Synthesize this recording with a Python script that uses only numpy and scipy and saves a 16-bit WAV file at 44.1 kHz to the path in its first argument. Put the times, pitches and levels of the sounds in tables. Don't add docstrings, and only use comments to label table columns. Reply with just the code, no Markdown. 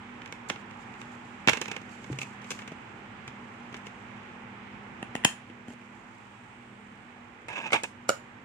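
import sys
import numpy as np
from scipy import signal
from scipy.fft import rfft, irfft
from scipy.io import wavfile
from scipy.ndimage import uniform_filter1d

SR = 44100
rng = np.random.default_rng(int(sys.argv[2]) if len(sys.argv) > 2 else 0)


def volts_from_db(level):
    exponent = np.asarray(level, float) / 20
    return 10 ** exponent


def dump(signal):
    limited = np.clip(np.atleast_2d(signal).T, -1, 1)
    pcm = np.round(limited * 32767).astype(np.int16)
    wavfile.write(sys.argv[1], SR, pcm)


N = 372204
SIZE = 4096
HZ = np.fft.rfftfreq(SIZE, 1 / SR)


def unit(x):
    return x / np.sqrt(np.mean(x ** 2))


def on_log(hz, rows):
    f, value = np.transpose(rows)
    return np.interp(np.log(hz + 1), np.log(f), value)


def resonances(hz, modes, detune=1):
    f, width, db = np.transpose(modes)
    f = f * detune
    sign = (-1.) ** np.arange(len(f))
    s = 1j * hz[:, None]
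    return (sign * volts_from_db(db) * s * width / (s * s + s * width + f * f)).sum(axis=1)


def edge(hz, kind):
    return signal.sosfreqz(signal.butter(4, hz, kind, fs=SR, output="sos"), worN=HZ, fs=SR)[1]


def noise(gain):
    return unit(irfft(rfft(rng.standard_normal(N)) * gain, N))


def walk(rate):
    k = int(SR / rate)
    held = np.repeat(rng.standard_normal(N // k + 1), k)
    return 1.07 * uniform_filter1d(uniform_filter1d(held, k), k)[:N]


def add(out, sound, s, pan_db):
    i = int(s * SR)
    n = min(sound.shape[-1], N - i)
    out[:, i:i + n] += sound[..., :n] * volts_from_db(np.array([[pan_db], [-pan_db]]) / 2)


# (frequency [Hz], level [dB])
MIC = [(25, -31), (60, 3.5), (150, 12.5), (3300, -2.5), (4400, -6.5), (6800, 1), (9300, -10),
       (10500, -16.5), (15300, -22.5), (16200, -60)]


def microphone(hz):
    return volts_from_db(on_log(hz, MIC))


def slips(rows, pan_db, t60, modes, bed_db, lag_ms, rise_ms, shove_ms, crack_pan_db):
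    out, t = np.zeros((2, N)), np.arange(SIZE) / SR
    low = edge(750., "low") * edge(110., "high")
    middle = edge(750., "high") * edge(3800., "low")
    high = edge(3800., "high")
    delay_ms = np.array([[1 + lag_ms], [1]])
    ports = np.exp(-2j * np.pi * HZ * delay_ms / 1000) * microphone(HZ)
    shove = rfft(t * np.exp(-t * 1000 / shove_ms))
    for at, body_db, thump_db, crack_db in rows:
        grit, other = rng.standard_normal((2, SIZE)) * volts_from_db(2.9 * rng.standard_normal(SIZE))
        push = (1 - np.exp(-t * 1000 / rise_ms)) * volts_from_db(-60 * t / max(t60, .002))
        detune = 1 + .012 * rng.standard_normal(len(modes))
        ring = resonances(HZ, modes, detune) + volts_from_db(bed_db)
        scrape = rfft(np.array([grit, grit + 2.07 * other]) * push)
        scrape = scrape / np.sqrt(uniform_filter1d(np.abs(scrape) ** 2, size=100))
        thump = (low * shove, thump_db - .1, 0)
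        body = (middle * scrape, body_db - 9.0, pan_db)
        crack = (high * scrape, crack_db + 0.56, pan_db + crack_pan_db)
        for spectrum, db, side_db in (thump, body, crack):
            fade = np.clip(8 - 8 * t / t[-1], 0, 1)
            wave = irfft(spectrum * ring * ports, SIZE) * fade
            peak = np.sqrt(uniform_filter1d(np.mean(wave ** 2, axis=0), size=130).max())
            add(out, wave * volts_from_db(db) / peak, at - .002, side_db)
    return out


# (frequency [Hz], width [Hz], level [dB])
CASE_MODES = [(190, 170, 15), (450, 115, 19.5), (984, 23, -2.5), (1640, 440, 8), (2222, 162, 10.5),
              (2620, 380, 12), (3450, 480, -11), (5300, 510, -38), (6370, 1200, -14), (7600, 1100, -81)]
# (time [s], body peak [dB], thump [dB], crack [dB])
TURN_HITS = [(0.219, -30.5, -42, -65), (0.26, -29.5, -53, -52.5), (0.277, -38, -53, -60),
             (0.325, -25.5, -41, -44.5), (0.496, -25, -54, -44), (0.5, -13.5, -63, -35.5),
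             (0.503, -22, -45, -45), (0.506, -35, -30, -57), (0.549, -48, -46, -67), (0.56, -30, -51, -67),
             (0.711, -37, -64, -59), (0.94, -38, -58, -64), (1.016, -29, -56, -53)]
SNAP_HITS = [
    (1.475, -5, -17, -31),
    (1.483, -14, -22.5, -28),
    (1.4855, -2, -25, -35),
    (1.492, -7.5, -25.5, -30),
    (1.496, -7.5, -48, -24.5),
]
LID_HITS = [(1.533, -13.5, -40, -35.5), (1.572, -21.5, -35.5, -41.5), (1.615, -20.5, -33, -31.5),
            (1.624, -27, -46, -55), (1.657, -26, -51, -48), (1.682, -29.5, -36, -44.5),
            (1.715, -22, -35.5, -41), (1.765, -24, -44, -45.5), (1.816, -42, -41, -58),
            (1.894, -45, -54, -61), (2.043, -34, -44, -56), (2.128, -32, -32, -58)]
NAIL_HITS = [
    (2.188, -23, -36.5, -37.5),
    (2.216, -20, -42, -44),
    (2.231, -28, -40, -44),
]
GRIP_HITS = [(2.418, -38, -58, -58), (2.444, -35, -47, -56), (2.506, -23, -42, -34),
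             (2.516, -24.5, -41, -37.5), (2.59, -28, -62, -54), (2.619, -31, -46, -58),
             (2.677, -30.5, -40, -51), (2.719, -38, -35, -58), (3.278, -27.5, -46, -50.5),
             (3.727, -37, -43, -59), (3.743, -26.5, -39.5, -54), (3.767, -38, -55, -52),
             (3.861, -39, -52, -61), (3.868, -29.5, -45, -51)]


def disc_case():
    case = dict(modes=CASE_MODES, bed_db=0.5, rise_ms=0.32, shove_ms=0.17, crack_pan_db=2.7)
    hits = slips(TURN_HITS, pan_db=-5, t60=0.013, lag_ms=-0.076, **case)
    hits += slips(SNAP_HITS, pan_db=-7.0, t60=0.0115, lag_ms=-0.17, **case)
    hits += slips(LID_HITS, pan_db=-9, t60=0.023, lag_ms=-0.13, **case)
    hits += slips(NAIL_HITS, pan_db=-4, t60=.026, lag_ms=-0.12, modes=CASE_MODES[4:], bed_db=-6.5,
                  rise_ms=.45, shove_ms=0.2, crack_pan_db=3.0)
    hits += slips(GRIP_HITS, pan_db=-0.5, t60=0.038, lag_ms=-0.095, **case)
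    return hits


# (frequency [Hz], width [Hz], level [dB])
HUB_MODES = [(237.4, 90, -11.5), (822, 254, -2.5), (1873, 170, 3.5), (2750, 170, 5.5), (3160, 220, 1),
             (5930, 610, -19), (6750, 450, -15.5), (9400, 1100, -2)]
# (time [s], body peak [dB], thump [dB], crack [dB])
HUB_HITS = [
    (5.028, -23, -30.5, -47),
    (5.153, -17, -25.5, -37.5),
    (5.163, -27, -59.5, -44.5),
    (5.238, -24, -53, -53),
    (5.478, -53.5, -52, -69),
    (5.5, -37.5, -45, -67),
    (5.683, -41, -40, -55),
    (5.704, -39, -42, -57),
    (5.735, -47, -43, -60),
    (5.815, -47, -64, -65),
]
POP_HITS = [
    (5.2478, -7.5, -40, -21),
    (5.2498, -4, -18.5, -14.5),
    (5.256, -23, -33.5, -41),
]


def disc_off_hub():
    hits = slips(HUB_HITS, pan_db=1.0, t60=0.0098, lag_ms=-0.079, modes=HUB_MODES, bed_db=-18,
                 rise_ms=0.36, shove_ms=0.18, crack_pan_db=-3.5)
    hits += slips(POP_HITS, pan_db=0.9, t60=0.01, lag_ms=0.086, modes=HUB_MODES, bed_db=-14,
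                  rise_ms=0.34, shove_ms=0.35, crack_pan_db=-3)
    return hits


# (frequency [Hz], width [Hz], level [dB])
SPINDLE_MODES = [(580, 290, 5), (1000, 180, -2), (1330, 540, -0.5), (1860, 200, -14), (2095, 280, 10),
                 (2523, 820, 13.5), (2720, 980, 10.5), (6660, 550, -37), (8200, 1900, -11),
                 (9100, 570, -18)]
# (time [s], body peak [dB], thump [dB], crack [dB])
SPINDLE_HITS = [
    (7.484, -27.5, -38.5, -49),
    (7.529, -32, -58, -54),
    (7.558, -30, -53, -62),
    (7.621, -37, -55, -55),
    (7.704, -25.5, -52, -61),
    (7.731, -6, -35, -29),
    (7.74, -11, -23, -37),
]
SEAT_HITS = [
    (7.722, -16, -28.5, -38),
    (7.835, -39, -32, -30.5),
    (7.841, -41, -38, -49),
]


def disc_onto_spindle():
    spindle = dict(modes=SPINDLE_MODES, bed_db=-17.5, rise_ms=1.0, shove_ms=0.19, crack_pan_db=3)
    hits = slips(SPINDLE_HITS, pan_db=-4, t60=0.05, lag_ms=-0.19, **spindle)
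    hits += slips(SEAT_HITS, pan_db=-2.5, t60=0.024, lag_ms=-0.11, **spindle)
    return hits


# (frequency [Hz], width [Hz], level [dB])
LATCH_MODES = [(325, 340, -17), (578, 53, 8.5), (1246, 97, 0), (1433, 110, 2.5), (2350, 220, -10.5),
               (2870, 75, -7), (5110, 200, -24.5), (6600, 1100, -18), (6930, 640, -18), (9650, 1300, -47)]
# (time [s], body peak [dB], thump [dB], crack [dB])
LATCH_HITS = [
    (8.085, -40, -52, -48),
    (8.089, -27, -47, -41),
    (8.0922, -7.5, -17, -19.5),
    (8.1015, -19.5, -23, -30),
]


def latch():
    return slips(LATCH_HITS, pan_db=-6.5, t60=0.011, lag_ms=-0.079, modes=LATCH_MODES, bed_db=-21.5,
                 rise_ms=0.52, shove_ms=0.13, crack_pan_db=4)


# (time [s], peak [dB], pitch [Hz], t60 [s])
THUDS = [
    (1.52, -29, 133, 0.034),
    (1.612, -31, 363, 0.058),
    (2.112, -26.5, 132, 0.3),
    (2.716, -49, 188, 0.073),
    (2.719, -33, 625, 0.022),
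    (3.277, -38.5, 125, 0.12),
    (5.499, -41, 330, 0.052),
    (5.685, -36, 240, 0.07),
    (5.71, -39, 242, 0.055),
    (2.1007, -23.5, 302, 0.04),
]


def thuds():
    out, t = np.zeros((2, N)), np.arange(4 * SIZE) / SR
    for at, db, hz, t60 in THUDS:
        envelope = volts_from_db(db - 60 * t / t60) * (1 - np.exp(-t / 0.00023))
        add(out, envelope * np.sin(2 * np.pi * hz * t), at, 0)
    return out


# (start [s], held [s], level [dB], release t60 [s])
SLIDES = [
    (1.497, 0.0093, -31, 0.067),
    (1.532, 0.015, -33, 0.26),
    (1.614, 0.0092, -44, 0.051),
    (1.68, 0.1, -44, 0.07),
    (7.485, 0.0094, -34.5, 0.63),
    (7.558, 0.115, -35, 0.092),
    (7.747, 0.017, -23.5, 0.094),
    (7.836, 0.008, -25, 0.088),
]
# (frequency [Hz], width [Hz], level [dB])
SLIDE_MODES = [(900, 90, -3), (1400, 150, -9), (1650, 80, -4), (2150, 120, -3), (2600, 140, 3),
               (3850, 150, -10)]


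def slide(hz):
    t = np.arange(N) / SR
    level = 0
    for at, held, db, t60 in SLIDES:
        attack = np.clip((t - at) / 0.0014 + 1, 0, 1)
        level = level + attack * volts_from_db(db - 60 * np.maximum(t - at - held, 0) / t60)
    colour = resonances(hz, SLIDE_MODES) + volts_from_db(-14) / (1 + (hz / 3300) ** 4) + volts_from_db(-33)
    colour = np.abs(colour) * microphone(hz) * hz / (hz + 450)
    shared = noise(colour)
    pair = np.array([shared, np.roll(shared, 7)]) + 0.6 * np.array([noise(colour), noise(colour)])
    return pair * level * volts_from_db(3.8 * walk(45) + 2.9 * walk(400) - 6.5)


# (time [s], length [s], level [dB])
STROKES = [
    (0.35, 0.4, -90),
    (1.11, 0.83, -72),
    (1.64, 0.12, -72),
    (2.05, 0.33, -65.5),
    (2.24, 0.2, -63.5),
    (2.786, 0.47, -79),
    (3.8, 0.8, -79),
    (5.906, 0.27, -82),
    (6.2, 0.5, -79),
]
# (time [s], length [s], level [dB])
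BRUSHES = [(0.603, 0.037, -68), (0.812, 0.046, -69.5), (1.013, 0.037, -67), (1.127, 0.067, -78),
           (1.93, 0.049, -63), (2.127, 0.021, -59), (2.221, 0.024, -48), (2.537, 0.185, -60),
           (5.71, 0.067, -64.5), (0.49, 0.008, -43.5), (7.72, 0.0073, -46)]
# (frequency [Hz], density [dB per Hz])
RUSTLE_COLOUR = [(2650, -17.5), (4500, -1.5), (5480, -4.5), (6560, 0), (7450, 1.5), (9070, -9),
                 (9820, -15.5), (12000, -18), (16000, -39)]


def rustle(hz):
    t = np.arange(N) / SR
    level = volts_from_db(-75.5)
    for rows, power in ((STROKES, 2), (BRUSHES, 4)):
        for at, length, db in rows:
            level = level + volts_from_db(db) * np.exp(-(2 * (t - at) / length) ** power)
    pair = np.array([noise(volts_from_db(on_log(hz, RUSTLE_COLOUR))) for _ in range(2)])
    return pair * level * volts_from_db(2 * walk(200))


def room(dry):
    t60_s, level_db = 0.23, -10
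    t = np.arange(SR // 2) / SR
    tail = rng.standard_normal((2, len(t))) * volts_from_db(-60 * t / t60_s) * (1 - np.exp(-t / 0.0032))
    tail = signal.sosfilt(signal.butter(1, 350, "high", fs=SR, output="sos"), tail)
    tail = tail / np.sqrt(np.sum(tail ** 2, axis=1, keepdims=True))
    return volts_from_db(level_db) * signal.fftconvolve(dry, tail, axes=1)[:, :N]


# (frequency [Hz], density [dB per Hz])
HISS_COLOUR = [(5000, -26), (7500, -1.5), (8600, 0.5), (9300, -16), (10000, -22), (12000, -22),
               (17000, -60.5)]


def player_hiss(hz):
    level_db, facing_s, swing_s = -76, 6.63, 0.6
    facing = np.exp(-((np.arange(N) / SR - facing_s) / swing_s) ** 2)
    pair = np.array([noise(volts_from_db(on_log(hz, HISS_COLOUR))) for _ in range(2)])
    return pair * volts_from_db(level_db) * facing


# (frequency [Hz], density [dB per Hz])
AIR = [(22, -41), (42, -12.5), (74, -17.5), (108, -8), (170, -10.5), (242, -6.5), (270, -12.5), (344, -11),
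       (641, -18), (840, -9), (911, -11.5), (2350, -16.5), (3150, -24), (4370, -37.5), (8140, -44.5),
       (16000, -91)]
# (frequency [Hz], likeness [0-1])
AIR_LIKENESS = [(60, 0.86), (130, 0.75), (290, 0.95), (640, 0.35), (1410, 0.05), (3100, 0), (6820, 0),
                (15000, 0)]
# (frequency [Hz], width [Hz], level over the background [dB])
HUM = [
    (104, 7.5, -12.5),
    (121.7, 9, -11.5),
    (203, 6.5, -6),
    (240.1, 12, -3.5),
]


def background(hz, flicker_db=1):
    before_db, after_db, pop_s, sink_s = -48, -52, 5.2, 0.23
    t = np.arange(N) / SR
    alike = np.clip(on_log(hz, AIR_LIKENESS), 0, 1)
    air = 0
    for centre in 30 * 2. ** np.arange(10):
        octave = np.cos(np.clip(np.log2((hz + 1) / centre), -1, 1) * np.pi / 2)
        band = volts_from_db(on_log(hz, AIR)) * octave
        mid, side = (irfft(rfft(rng.standard_normal(N)) * band * np.sqrt(1 + k * alike), N) for k in (1, -1))
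        air = air + np.array([mid + side, mid - side]) * volts_from_db(flicker_db * walk(6.9))
    hum = 0
    for f, width, db in HUM:
        waver = 0.5 * noise(resonances(hz, [(f, width, 0)]) ** 2)
        hum = hum + volts_from_db(db) * (waver + np.sin(2 * np.pi * f * t))
    sunk = 1 - np.exp(-np.maximum(t - pop_s, 0) / sink_s)
    return (volts_from_db(2.5) * unit(air) + hum) * volts_from_db(before_db + (after_db - before_db) * sunk)


# (frequency [Hz], left minus right [dB])
SHADE = [(110, -1.4), (380, -1.3), (700, -3.5), (1290, -5), (2380, -8.5), (4400, -3.5), (8120, -7.5),
         (13000, 8.5)]


def shade(pair, hz):
    return irfft(rfft(pair) * volts_from_db(np.array([[1], [-1]]) * on_log(hz, SHADE) / 2), N)


def self_noise():
    return volts_from_db(-85) * rng.standard_normal((2, N))


def scene():
    hz = np.fft.rfftfreq(N, 1 / SR)
    hits = disc_case() + disc_off_hub() + disc_onto_spindle() + latch()
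    around = slide(hz) + rustle(hz) + player_hiss(hz) + background(hz)
    return hits + room(hits) + thuds() + shade(around, hz) + self_noise()


def top_cut(x):
    return signal.sosfilt(signal.butter(12, 16530, fs=SR, output="sos"), x)


def record(dry):
    rounded = np.tanh(0.57 * dry) / 0.66
    ends = signal.butter(4, [45, 16400], "band", fs=SR, output="sos")
    return top_cut(signal.sosfilt(ends, rounded))


dry = scene()
out = record(dry)
dump(out)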